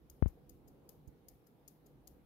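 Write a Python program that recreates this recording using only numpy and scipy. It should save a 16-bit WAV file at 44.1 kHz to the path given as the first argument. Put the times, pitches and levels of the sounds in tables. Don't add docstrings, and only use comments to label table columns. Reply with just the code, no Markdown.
import sys
import numpy as np
from scipy import signal
from scipy.fft import rfft, irfft, next_fast_len
from scipy.io import wavfile
from scipy.ndimage import uniform_filter1d, map_coordinates

SR = 44100
rng = np.random.default_rng(int(sys.argv[2]) if len(sys.argv) > 2 else 0)


def volts_from_db(level):
    exponent = np.asarray(level, float) / 20
    return 10 ** exponent


def file_out(sig):
    cols = np.atleast_2d(sig).T
    lim = np.clip(cols, -1, 1)
    pcm = np.round(lim * 32767).astype(np.int16)
    wavfile.write(sys.argv[1], SR, pcm)


N = 99225


def unit(x):
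    return x / np.sqrt(np.mean(x ** 2) + 1e-20)


def along(points, hz):
    f, v = np.transpose(points)
    return np.interp(np.log(hz + 1), np.log(f + 1), v)


def level(rows):
    return volts_from_db(np.interp(np.arange(N) / SR, *np.transpose(rows)))


def wobble(rate, size=N):
    return map_coordinates(rng.standard_normal(size), [np.arange(size) * rate / SR])


def filtered(x, response):
    m = next_fast_len(x.shape[-1] + SR // 2)
    return irfft(rfft(x, m) * response(np.fft.rfftfreq(m, 1 / SR)), m)[..., :x.shape[-1]]


def peak(f, hz, width_hz):
    return 1j * f * width_hz / (hz * hz - f * f + 1j * f * width_hz)


def paired(response, alike):
    patchy_db = 1.5
    z = signal.stft(rng.standard_normal((2, N)), nperseg=512)[2]
    field = uniform_filter1d(rng.standard_normal(z.shape[1:]), size=6, axis=0)
    field = uniform_filter1d(field, size=14, axis=1)
    pair = signal.istft(z * volts_from_db(patchy_db * unit(field)), nperseg=512)[1][:, :N]

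    def shares(hz):
        turn = np.arccos(np.clip(along(alike, hz), -1, 1)) / 2
        return response(hz) * [np.cos(turn), np.sin(turn)]

    mid, side = filtered(pair, shares)
    return unit(np.array([mid + side, mid - side]))


# time in seconds, level in dB before the contact's own gain.
STRONG_TICKS = [(.0982, -47), (.4933, -48), (.8904, -45), (1.2835, -46), (1.6781, -45.5), (2.0727, -46)]
SOFT_TOCKS = [(.2813, -54.5), (.6794, -57), (1.0774, -60), (1.4681, -59), (1.8627, -58.5)]
# how long before the beat's time
# contact starts in seconds, rise in seconds, chatter in seconds, release (time to fall 60 dB) in
# seconds, gain in dB, extra room answer in dB.
TICK_TOUCH = (-.0003, .0002, .004, .013, -5.5, .1)
TOCK_TOUCH = (.0055, .0065, .004, .025, -8, 7)


def watch():
    out = np.zeros((2, N + SR))
    for rows, contact in ((STRONG_TICKS, TICK_TOUCH), (SOFT_TOCKS, TOCK_TOUCH)):
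        lead, rise, chatter, release, gain_db, room_db = contact
        for s, db in rows:
            b = beat(rise, chatter, release, room_db)
            start = round((s - lead - .004) * SR)
            out[:, start:][:, :b.shape[1]] += volts_from_db(db + gain_db) * b
    return out[:, :N]


# frequency in Hz, width in Hz, level in dB before a small random scatter.
BRASS_MODES = [(3220, 580, -16), (5070, 280, -5), (6700, 330, 0), (7900, 220, -11), (9220, 480, -10),
               (10400, 270, -6), (12200, 290, 0), (13500, 330, 0), (14100, 190, -1), (15100, 290, -8)]
# frequency in Hz, gain in dB.
WATCH_TO_LEFT = [(2500, -7), (4000, -5), (5200, .5), (6800, 4), (8500, .5), (12000, 6), (14200, 5),
                 (14900, -3), (16200, -14)]
WATCH_TO_RIGHT = [(2500, -6), (3500, -2.5), (4300, -5), (5100, 4), (6500, -10), (8000, -24), (12000, -32),
                  (16000, -36)]


def beat(rise, chatter, release, room_db):
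    lumps_per_s, lumpy_db, mode_scatter_db = 1800, 3.5, 1.2
    lead_in_s, lead_in_db = .002, -22
    wall_s, wall_db = .0105, -18
    t = np.arange(SR // 16) / SR - .004
    shape = np.clip(t / rise, 0, 1) * volts_from_db(-60 * np.clip(t - rise - chatter, 0, None) / release)
    shape = shape + volts_from_db(lead_in_db) * np.exp(-((t + lead_in_s) / .0005) ** 2)
    scatter = rng.normal(0, mode_scatter_db, len(BRASS_MODES))

    def body(f):
        modes = volts_from_db(-11) * peak(f, 10000, 12000)
        for (hz, width_hz, db), extra_db in zip(BRASS_MODES, scatter):
            modes = modes + volts_from_db(db + extra_db) * peak(f, hz, width_hz)
        return modes * volts_from_db([along(WATCH_TO_LEFT, f), along(WATCH_TO_RIGHT, f)])

    lumps = volts_from_db(lumpy_db * wobble(lumps_per_s, size=len(t)))
    ring = filtered(shape * lumps * rng.standard_normal((2, len(t))), body)
    in_contact = (t > 0) & (t < rise + chatter)
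    ring = ring / np.sqrt(np.mean(ring[0, in_contact] ** 2))
    out = np.pad(volts_from_db(room_db) * tail(), ((0, 0), (np.sum(t < rise / 2), 0)))
    out[:, :len(t)] += ring
    out[:, round(wall_s * SR):][:, :len(t)] += volts_from_db(wall_db) * ring
    return out


# frequency in Hz, time to fall 60 dB in seconds.
TAIL_DECAY = [(3000, .3), (8000, .33), (13500, .42)]
# frequency in Hz, relative level in dB.
TAIL_COLOR_LEFT = [(2500, -27), (4000, -18), (5200, -10), (6000, -12), (6800, -5), (7600, -13), (10500, -5),
                   (13500, 0), (15500, -5), (16200, -30)]
TAIL_COLOR_RIGHT = [(2500, -10), (3500, -4), (5200, 0), (6800, -4), (7600, -22), (10500, -11), (13500, -22),
                    (15500, -24), (16200, -34)]


def tail():
    left_right_db, build_up_s = (-16, -25), .005
    noise = filtered(rng.standard_normal((2, SR // 2)),
                     lambda f: volts_from_db([along(TAIL_COLOR_LEFT, f), along(TAIL_COLOR_RIGHT, f)]))
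    hz, t, z = signal.stft(np.array([unit(v) for v in noise]), SR, nperseg=128)
    decay = volts_from_db(-60 * t / along(TAIL_DECAY, hz)[:, None])
    h = signal.istft(z * decay, SR, nperseg=128)[1]
    build_up = 1 - np.exp(-(np.arange(h.shape[1]) / SR / build_up_s) ** 2)
    return h * build_up * volts_from_db(left_right_db)[:, None]


# time in seconds, peak in dB before blunting, rise in seconds, fall in seconds,
# frequency in Hz above which the pulse is blunted.
LEFT_BUMPS = [(.22536, -8.6, .0007, .00088, 3100), (.26014, -15.5, .0011, .0013, 2300)]
RIGHT_BUMPS = [(1.0755, -39, .0025, .002, 300)]


def bumps():
    t = np.arange(N) / SR

    def port(rows):
        pulses = np.zeros(N)
        for s, db, rise, fall, hz in rows:
            pulse = volts_from_db(db) * np.exp(-np.abs(t - s) / np.where(t < s, rise, fall))
            pulses += filtered(pulse, lambda f: 1 / (1 + (f / hz) ** 4))
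        return pulses

    return np.array([-port(LEFT_BUMPS), port(RIGHT_BUMPS)])


# time in seconds, level in dB (left port).
RUSTLE_LEVEL = [(.22, -110), (.228, -68), (.255, -70), (.265, -67), (.29, -71), (.33, -85), (.36, -120)]
# frequency in Hz, relative level in dB.
RUSTLE_TINT = [(300, -5), (1000, -.5), (3000, -10), (5000, -24), (9000, -22), (13000, -13), (16000, -30)]


def rustle():
    noise = paired(lambda f: volts_from_db(along(RUSTLE_TINT, f)), [(1000, .2)])
    return level(RUSTLE_LEVEL) * noise * volts_from_db([[0], [-14]])


# time in seconds, level in dB before the overall gain.
RUMBLE_LEVEL = [(0, -68), (.2, -70), (.34, -68), (.7, -68), (.8, -75), (1.05, -70), (1.19, -78),
                (1.32, -66), (1.4, -80), (1.65, -74), (1.8, -81), (1.87, -71), (2.08, -67), (2.25, -72)]


def rumble():
    low = paired(lambda f: (f > 25) / (1 + (f / 60) ** 4), [(50, .55)])
    lean = volts_from_db((-1.5, 1.5))[:, None]
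    lumps = volts_from_db(2.5 * wobble(15))
    return volts_from_db(-2.5) * level(RUMBLE_LEVEL) * low * lean * lumps


# time in seconds, level in dB before the overall gain.
HUM_LEVEL = [(0, -68), (.1, -74), (.33, -65), (.44, -73), (1.12, -69), (1.2, -77), (1.29, -68), (1.44, -80),
             (1.49, -67), (1.76, -74), (1.97, -61), (2.07, -78), (2.12, -70), (2.25, -71)]


def hum():
    noise = paired(lambda f: peak(f, 146, 18) ** 2, [(100, .9)])
    return volts_from_db(-4) * level(HUM_LEVEL) * noise


# time in seconds, level in dB.
TONE_LEVEL = [(0, -86), (.3, -78), (1.0, -77), (1.2, -84), (2.25, -86)]


def tone():
    return level(TONE_LEVEL) * paired(lambda f: peak(f, 485, 10) ** 2, [(100, .7)])


# frequency in Hz, relative level in dB.
AIR_COLOR = [(70, -30), (110, -6), (160, -3), (210, -5), (290, -1.5), (400, -6), (500, -7), (600, -14),
             (800, -14.5), (1130, -24), (1500, -32), (1950, -60), (3300, -120)]
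# frequency in Hz, correlation.
AIR_ALIKE = [(60, 0.54), (150, 0.82), (380, 0.76), (950, 0.35), (2380, -0.02), (5980, -0.05), (15000, -0.0)]
# frequency in Hz, left over right in dB.
AIR_LEAN = [(60, -1), (150, -2), (380, 1), (950, -3)]
# time in seconds, gain in dB.
AIR_SWELL = [(0, -1.5), (.3, .5), (.9, 1.5), (1.3, .1), (1.6, -1.5), (2.25, -.5)]


def air():
    noise = paired(lambda f: volts_from_db(along(AIR_COLOR, f)), AIR_ALIKE)
    noise = filtered(noise, lambda f: volts_from_db([along(AIR_LEAN, f) / 2, -along(AIR_LEAN, f) / 2]))
    return volts_from_db(-66.5) * level(AIR_SWELL) * noise


# frequency in Hz, relative level per Hz in dB.
HISS_COLOR = [(600, -6), (1200, 5), (1840, 0), (3390, -3), (5000, -8), (7500, -14), (9000, -12),
              (11000, -6), (14500, -6), (15700, -8), (16100, -24), (17000, -40)]


def hiss():
    return volts_from_db(-81) * paired(lambda f: volts_from_db(along(HISS_COLOR, f)) * (f > 400), [(1000, 0)])


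def scene():
    return watch() + bumps() + rustle() + rumble() + hum() + tone() + air() + hiss()


# corner frequency in Hz, sharpness Q.
LOW_CUT_STAGES = [(67.1, 1.68), (38.1, 1.91)]


def low_cut(x):
    def cut(f):
        return np.prod([-f * f / (c * c - f * f + 1j * f * c / q) for c, q in LOW_CUT_STAGES], axis=0)

    return filtered(x, cut)


def low_pass(x):
    return signal.sosfilt(signal.butter(12, 16500, fs=SR, output="sos"), x)


def record(dry):
    mix = low_cut(dry)
    return low_pass(mix)


dry = scene()
out = record(dry)
file_out(out)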